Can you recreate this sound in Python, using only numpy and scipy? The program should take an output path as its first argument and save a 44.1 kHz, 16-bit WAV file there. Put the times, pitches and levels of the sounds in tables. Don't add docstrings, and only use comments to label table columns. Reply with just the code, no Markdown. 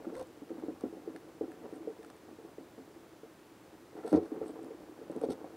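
import sys
import numpy as np
from scipy import signal
from scipy.fft import rfft, irfft
from scipy.io import wavfile
from scipy.ndimage import uniform_filter1d

SR = 44100
rng = np.random.default_rng(int(sys.argv[2]) if len(sys.argv) > 2 else 0)


def dump(signal):
    limited = np.clip(np.atleast_2d(signal).T, -1, 1)
    pcm = np.round(limited * 32767).astype(np.int16)
    wavfile.write(sys.argv[1], SR, pcm)


N = 245195

# start in seconds, level in dB before the trim, centre of the push in Hz.
KNOCK_HITS = [(0.069, -34.5, 230), (0.123, -40, 490), (0.419, -42.5, 250), (0.504, -35, 290),
              (0.581, -41, 280), (0.636, -34.5, 260), (0.683, -32, 290), (0.837, -27.5, 270),
              (0.926, -40.5, 300), (0.969, -41, 303), (1.075, -33.5, 347), (1.146, -41, 300),
              (1.41, -28, 386), (1.437, -37, 330), (1.48, -39, 300), (1.654, -42, 310), (1.725, -39, 290),
              (1.806, -42, 325), (1.873, -32, 440), (2.386, -46, 430), (2.448, -43, 315), (2.582, -39, 312),
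              (2.779, -43, 315), (3.232, -44, 430), (4.046, -34, 450), (4.119, -28.5, 270),
              (4.129, -19.5, 436), (4.139, -19, 400), (4.148, -22, 190), (4.174, -23.5, 400),
              (4.318, -32, 320), (4.414, -30.5, 417), (4.613, -40, 310), (4.706, -42, 504),
              (5.014, -41.5, 447), (5.098, -35, 495), (5.162, -33, 260), (5.216, -35, 480),
              (5.236, -24.5, 530), (5.287, -29, 240), (5.304, -32, 480), (5.443, -42, 750)]
# time in seconds, level in dB before the offsets of rubbing and taps.
GRIP_SLIDE = [(0.0, -47.5), (0.2, -48.5), (0.33, -57), (0.66, -51.5), (1.0, -55), (1.56, -54.5),
              (1.66, -49), (2.3, -56.5), (3.05, -56), (3.4, -66.5), (3.67, -56.5), (3.9, -61), (3.99, -44),
              (4.42, -43.5), (4.96, -53), (5.25, -44), (5.38, -50), (5.56, -47.5)]
# start in seconds, level of the seam in dB before
# its trim, level of the panel in dB before its trim, ring of the panel in Hz.
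SEAM_SNAPS = [(0.051, -70, -51, 1350), (0.494, -72, -54, 1400), (0.598, -66, -53, 1350),
              (0.153, -55, -48, 1750), (0.195, -54, -48, 1050), (0.809, -54, -54, 1200),
              (1.162, -54, -43, 1650), (1.518, -60, -48, 1600), (2.030, -59, -52.5, 1800),
              (2.047, -59, -49.5, 1300), (2.101, -55.5, -47, 1000), (4.128, -49, -45, 1400),
              (4.141, -54, -44, 1900), (5.214, -54, -51, 1100)]
# frequency in Hz, width in Hz, relative level in dB.
HOUSING_MODES = [(88.3, 14, -6.5), (143, 17, -17), (186.6, 14.6, -6.5), (219.6, 9, -14), (266.3, 17.3, -1),
                 (313.8, 34.5, 4.5), (341, 21, -3.5), (430, 39, 3), (510.6, 19, -5), (703, 27, -24),
                 (721, 22, -16), (1100, 67, -34), (1330, 110, -34)]
# frequency in Hz, width in Hz, relative level in dB.
SHELL_MODES = [(743, 46, 8), (960, 57, -17.5), (1350, 55, -2), (1760, 130, -14.5)]
# frequency in Hz, width in Hz, relative level in dB.
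SEAM_MODES = [(3000, 460, -8), (3710, 450, -1.5), (4380, 670, 0), (5380, 750, -4), (6140, 250, -5),
              (8360, 680, 8), (9700, 600, -1), (10800, 800, -16)]
LOW_SEAM_MODES, HIGH_SEAM_MODES = SEAM_MODES[:5], SEAM_MODES[5:]


def from_db(db):
    return 10 ** (np.asarray(db) / 20)


def rms_one(x):
    return x / np.sqrt(np.mean(x ** 2) + 1e-20)


def in_time(rows):
    s, value = np.transpose(rows)
    return np.interp(np.arange(N) / SR, s, value)


def at_hz(points, hz):
    f, value = np.transpose(points)
    return np.interp(np.log(hz), np.log(f), value)


def drift(rate_hz):
    step = 40
    r = np.exp(-2 * np.pi * rate_hz * step / SR)
    noise = rng.standard_normal(N // step + 2002)
    slow = signal.lfilter([1], [1, -2 * r, r * r], noise)[2000:]
    return np.interp(np.arange(N) / step, np.arange(len(slow)), rms_one(slow))


def resonate(x, hz, width_hz):
    r = np.exp(-np.pi * width_hz / SR)
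    feed = np.array([1, 0, -1]) * (1 - r * r) / 2
    feedback = [1, -2 * r * np.cos(2 * np.pi * hz / SR), r * r]
    return signal.lfilter(feed, feedback, x + 1e-18)


def body(force, modes, scatter_db=0):
    shares = from_db(scatter_db * rng.standard_normal(len(modes)))
    out = 0
    for share, (hz, width_hz, db) in zip(shares, modes):
        out = out + share * from_db(db) * resonate(force, hz, width_hz)
    return out


LANDING_SCATTER_DB = 3


def soften(x, hz):
    return signal.sosfilt(signal.butter(2, hz, fs=SR, output="sos"), x)


def slips(per_s, spread_db):
    sizes_db = spread_db * np.minimum(rng.exponential(1, N), 4)
    jolts = from_db(sizes_db) * rng.choice([-1, 1], N)
    return jolts * (rng.random(N) < per_s / SR)


def jolt(grit, fade_s, size, rise_s):
    t = np.arange(size) / SR
    envelope = np.exp(-t / fade_s) * (1 - np.exp(-t / rise_s))
    skid = rng.standard_normal(size) * envelope
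    return (t == 0) + grit * skid / np.linalg.norm(skid)


def add(out, s, sound, db, size):
    at = round(s * SR)
    top = np.sqrt(uniform_filter1d(sound ** 2, size).max())
    out[at:at + len(sound)] += (sound * from_db(db) / top)[:N - at]


def stroke(start, end, edge_s=0.0048):
    t = np.arange(N) / SR
    return np.clip(.5 + np.minimum(t - start, end - t) / edge_s, 0, 1)


def hush(level_db=-58):
    # frequency in Hz, relative density in dB per Hz.
    spectrum = [(15, -46), (25, -24), (113, -7), (260, -6), (331, 0.5), (390, -3), (470, -11), (650, -10),
                (922, -12), (1000, -13), (1670, -17.5), (2780, -23), (5450, -27.5), (14000, -32),
                (15600, -32)]
    # frequency in Hz, correlation.
    likeness = [(1500, 1), (3000, 1), (5000, 0.98), (8000, 0.77), (13000, 0.48)]
    hz = np.maximum(np.arange(N // 2 + 1) * SR / N, 1)
    mid, side = rfft(rng.standard_normal((2, N))) * from_db(at_hz(spectrum, hz))
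    alike = np.clip(at_hz(likeness, hz), 0, 1)
    pair = np.sqrt(1 + alike) * mid + np.sqrt(1 - alike) * side * [[1], [-1]]
    return from_db(level_db) * rms_one(irfft(pair, N))


def whine():
    return from_db(-94) * np.sin(2 * np.pi * 14116 * np.arange(N) / SR)


def rubbing(trim_db=-3, per_s=500, soft_hz=1150, thin_hz=230):
    thin = signal.butter(1, thin_hz, "high", fs=SR, output="sos")
    force = signal.sosfilt(thin, slips(per_s, spread_db=2))
    surge_db = 2 * drift(25)
    ring = rms_one(body(soften(force, soft_hz), HOUSING_MODES))
    return ring * from_db(in_time(GRIP_SLIDE) + trim_db + surge_db)


def ticks(trim_db=-2, soft_hz=11500, snap_low_db=3, light_low_db=-7):
    # start in seconds, level in dB before the trim.
    light_ticks = [(0.271, -61), (1.756, -61), (2.063, -62), (2.165, -63), (4.48, -55), (4.63, -60.5),
                   (4.645, -59), (5.115, -57), (5.163, -58)]
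    # five even ticks, 15 ms apart
    events = [(.1665 + k * .015, -56, snap_low_db) for k in range(5)]
    events += [(s, seam_db, snap_low_db) for s, seam_db, panel_db, hz in SEAM_SNAPS]
    events += [(s, db, light_low_db) for s, db in light_ticks]
    out = np.zeros(N)
    for s, db, low_db in events:
        force = jolt(grit=1.8, fade_s=0.0013, size=2000, rise_s=0.00081)
        low = from_db(low_db) * body(force, LOW_SEAM_MODES, LANDING_SCATTER_DB)
        high = body(force, HIGH_SEAM_MODES, LANDING_SCATTER_DB)
        add(out, s, soften(low + high, soft_hz), db + trim_db, size=128)
    return out


def clacks(trim_db=-1, width_hz=230, shell_db=-7, housing_db=-3):
    out = np.zeros(N)
    for s, seam_db, panel_db, hz in SEAM_SNAPS:
        force = jolt(grit=0.65, fade_s=0.0021, size=2000, rise_s=0.00056)
        panel = resonate(force, hz, width_hz)
        shell = from_db(shell_db) * body(force, SHELL_MODES)
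        housing = from_db(housing_db) * body(force, HOUSING_MODES)
        add(out, s, soften(panel + shell + housing, hz=2000), panel_db + trim_db, size=128)
    return out


def push_on(contact, hz, db, soft_hz=720):
    width_hz = 125 * 2 ** ((db + 40) / 17)
    return soften(resonate(contact, hz, width_hz), soft_hz)


def knocks(trim_db=-1, thud_db=-8, thud_growth=.4, skid=1.05):
    settle_s, settle_loss_db, settle_pitch_share = .024, 9, .9
    settling = [(s + settle_s, db - settle_loss_db, hz * settle_pitch_share) for s, db, hz in KNOCK_HITS]
    heaviest_db = max(db for s, db, hz in KNOCK_HITS)
    out = np.zeros(N)
    for s, db, hz in KNOCK_HITS + settling:
        contact = jolt(grit=skid, fade_s=.007, size=8000, rise_s=.003)
        recoil_db = thud_db + thud_growth * (db - heaviest_db)
        recoil = from_db(recoil_db) * resonate(contact, hz=85, width_hz=150)
        force = push_on(contact, hz, db) - recoil
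        add(out, s, body(force, HOUSING_MODES, LANDING_SCATTER_DB), db + trim_db, size=256)
    return out


def scuffs(offset_db=-24, growth=.6, usual_db=-35):
    out = np.zeros(N)
    for s, db, hz in KNOCK_HITS:
        force = jolt(grit=4, fade_s=.02, size=4000, rise_s=.003)
        ring = body(soften(force, hz=1300), SHELL_MODES, LANDING_SCATTER_DB)
        scuff_db = usual_db + offset_db + growth * (db - usual_db)
        add(out, s, ring, scuff_db, size=256)
    return out


def taps(skid=0.92, per_s=8, offset_db=4.5, spread_db=2.5, push_hz=315):
    out = np.zeros(N)
    chance = rng.random((100, 2))
    times = np.cumsum(.5 + chance[:, 0]) / per_s
    slide_db = np.interp(times, *np.transpose(GRIP_SLIDE))
    levels_db = slide_db + offset_db + spread_db * (2 * chance[:, 1] - 1)
    for s, db in zip(times, levels_db):
        if s >= N / SR:
            break
        contact = jolt(grit=skid, fade_s=.007, size=6000, rise_s=.003)
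        ring = body(push_on(contact, push_hz, db), HOUSING_MODES, LANDING_SCATTER_DB)
        add(out, s, ring, db, size=256)
    return out


def scraping(per_s=2000):
    # start in seconds, end in seconds, level of the high seam modes in dB,
    # level of the low seam modes in dB, level of the hollow shell in dB.
    strokes = [(0.136, 0.225, -74, -66, -55.5), (1.706, 1.78, -75.5, -76, -63),
               (3.963, 4.075, -79, -75, -55.5), (4.06, 4.127, -65, -64.5, -56),
               (4.127, 4.18, -70, -61, -50), (4.225, 4.275, -74, -70, -58), (4.453, 4.513, -67.5, -70, -65),
               (5.227, 5.256, -66, -62, -53.5), (5.297, 5.335, -61, -57.5, -53)]
    force = slips(per_s, spread_db=3) * from_db(2 * drift(70))
    high = rms_one(soften(body(force, HIGH_SEAM_MODES), hz=11800))
    low = rms_one(soften(body(force, LOW_SEAM_MODES), hz=7800))
    hollow = rms_one(soften(body(force, SHELL_MODES), hz=2560))
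    out = np.zeros(N)
    for start, end, high_db, low_db, hollow_db in strokes:
        mix = from_db(high_db) * high + from_db(low_db) * low + from_db(hollow_db) * hollow
        out += stroke(start, end, edge_s=.012) * mix
    return out


def creaks(shell_db=-8, soft_hz=1000, rough_db=3):
    # start in seconds, end in seconds, first slip rate in Hz, last slip rate in Hz, level in dB.
    squeaks = [(0.157, 0.185, 496, 515, -41), (0.194, 0.222, 505, 531, -39.5),
               (5.211, 5.263, 499, 508, -50)]
    out, t = np.zeros(N), np.arange(N) / SR
    for start, end, first_hz, last_hz, db in squeaks:
        jitter = 1 + .05 * drift(120)
        rate_hz = np.interp(t, [start, end], [first_hz, last_hz]) * jitter
        train = np.diff(np.floor(np.cumsum(rate_hz) / SR), prepend=0)
        jolts = train * stroke(start, end) * from_db(rough_db * drift(110))
        force = soften(soften(jolts, soft_hz), soft_hz)
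        ring = body(force, HOUSING_MODES) + from_db(shell_db) * body(force, SHELL_MODES)
        add(out, 0, ring, db, size=512)
    return out


def scene():
    air = hush() + whine()
    grip = rubbing() + knocks() + scuffs() + taps()
    plastic = ticks() + clacks() + scraping() + creaks()
    return air + grip + plastic


def record(dry):
    return signal.sosfilt(signal.ellip(12, .1, 80, 15730, fs=SR, output="sos"), dry)


dry = scene()
out = record(dry)
dump(out)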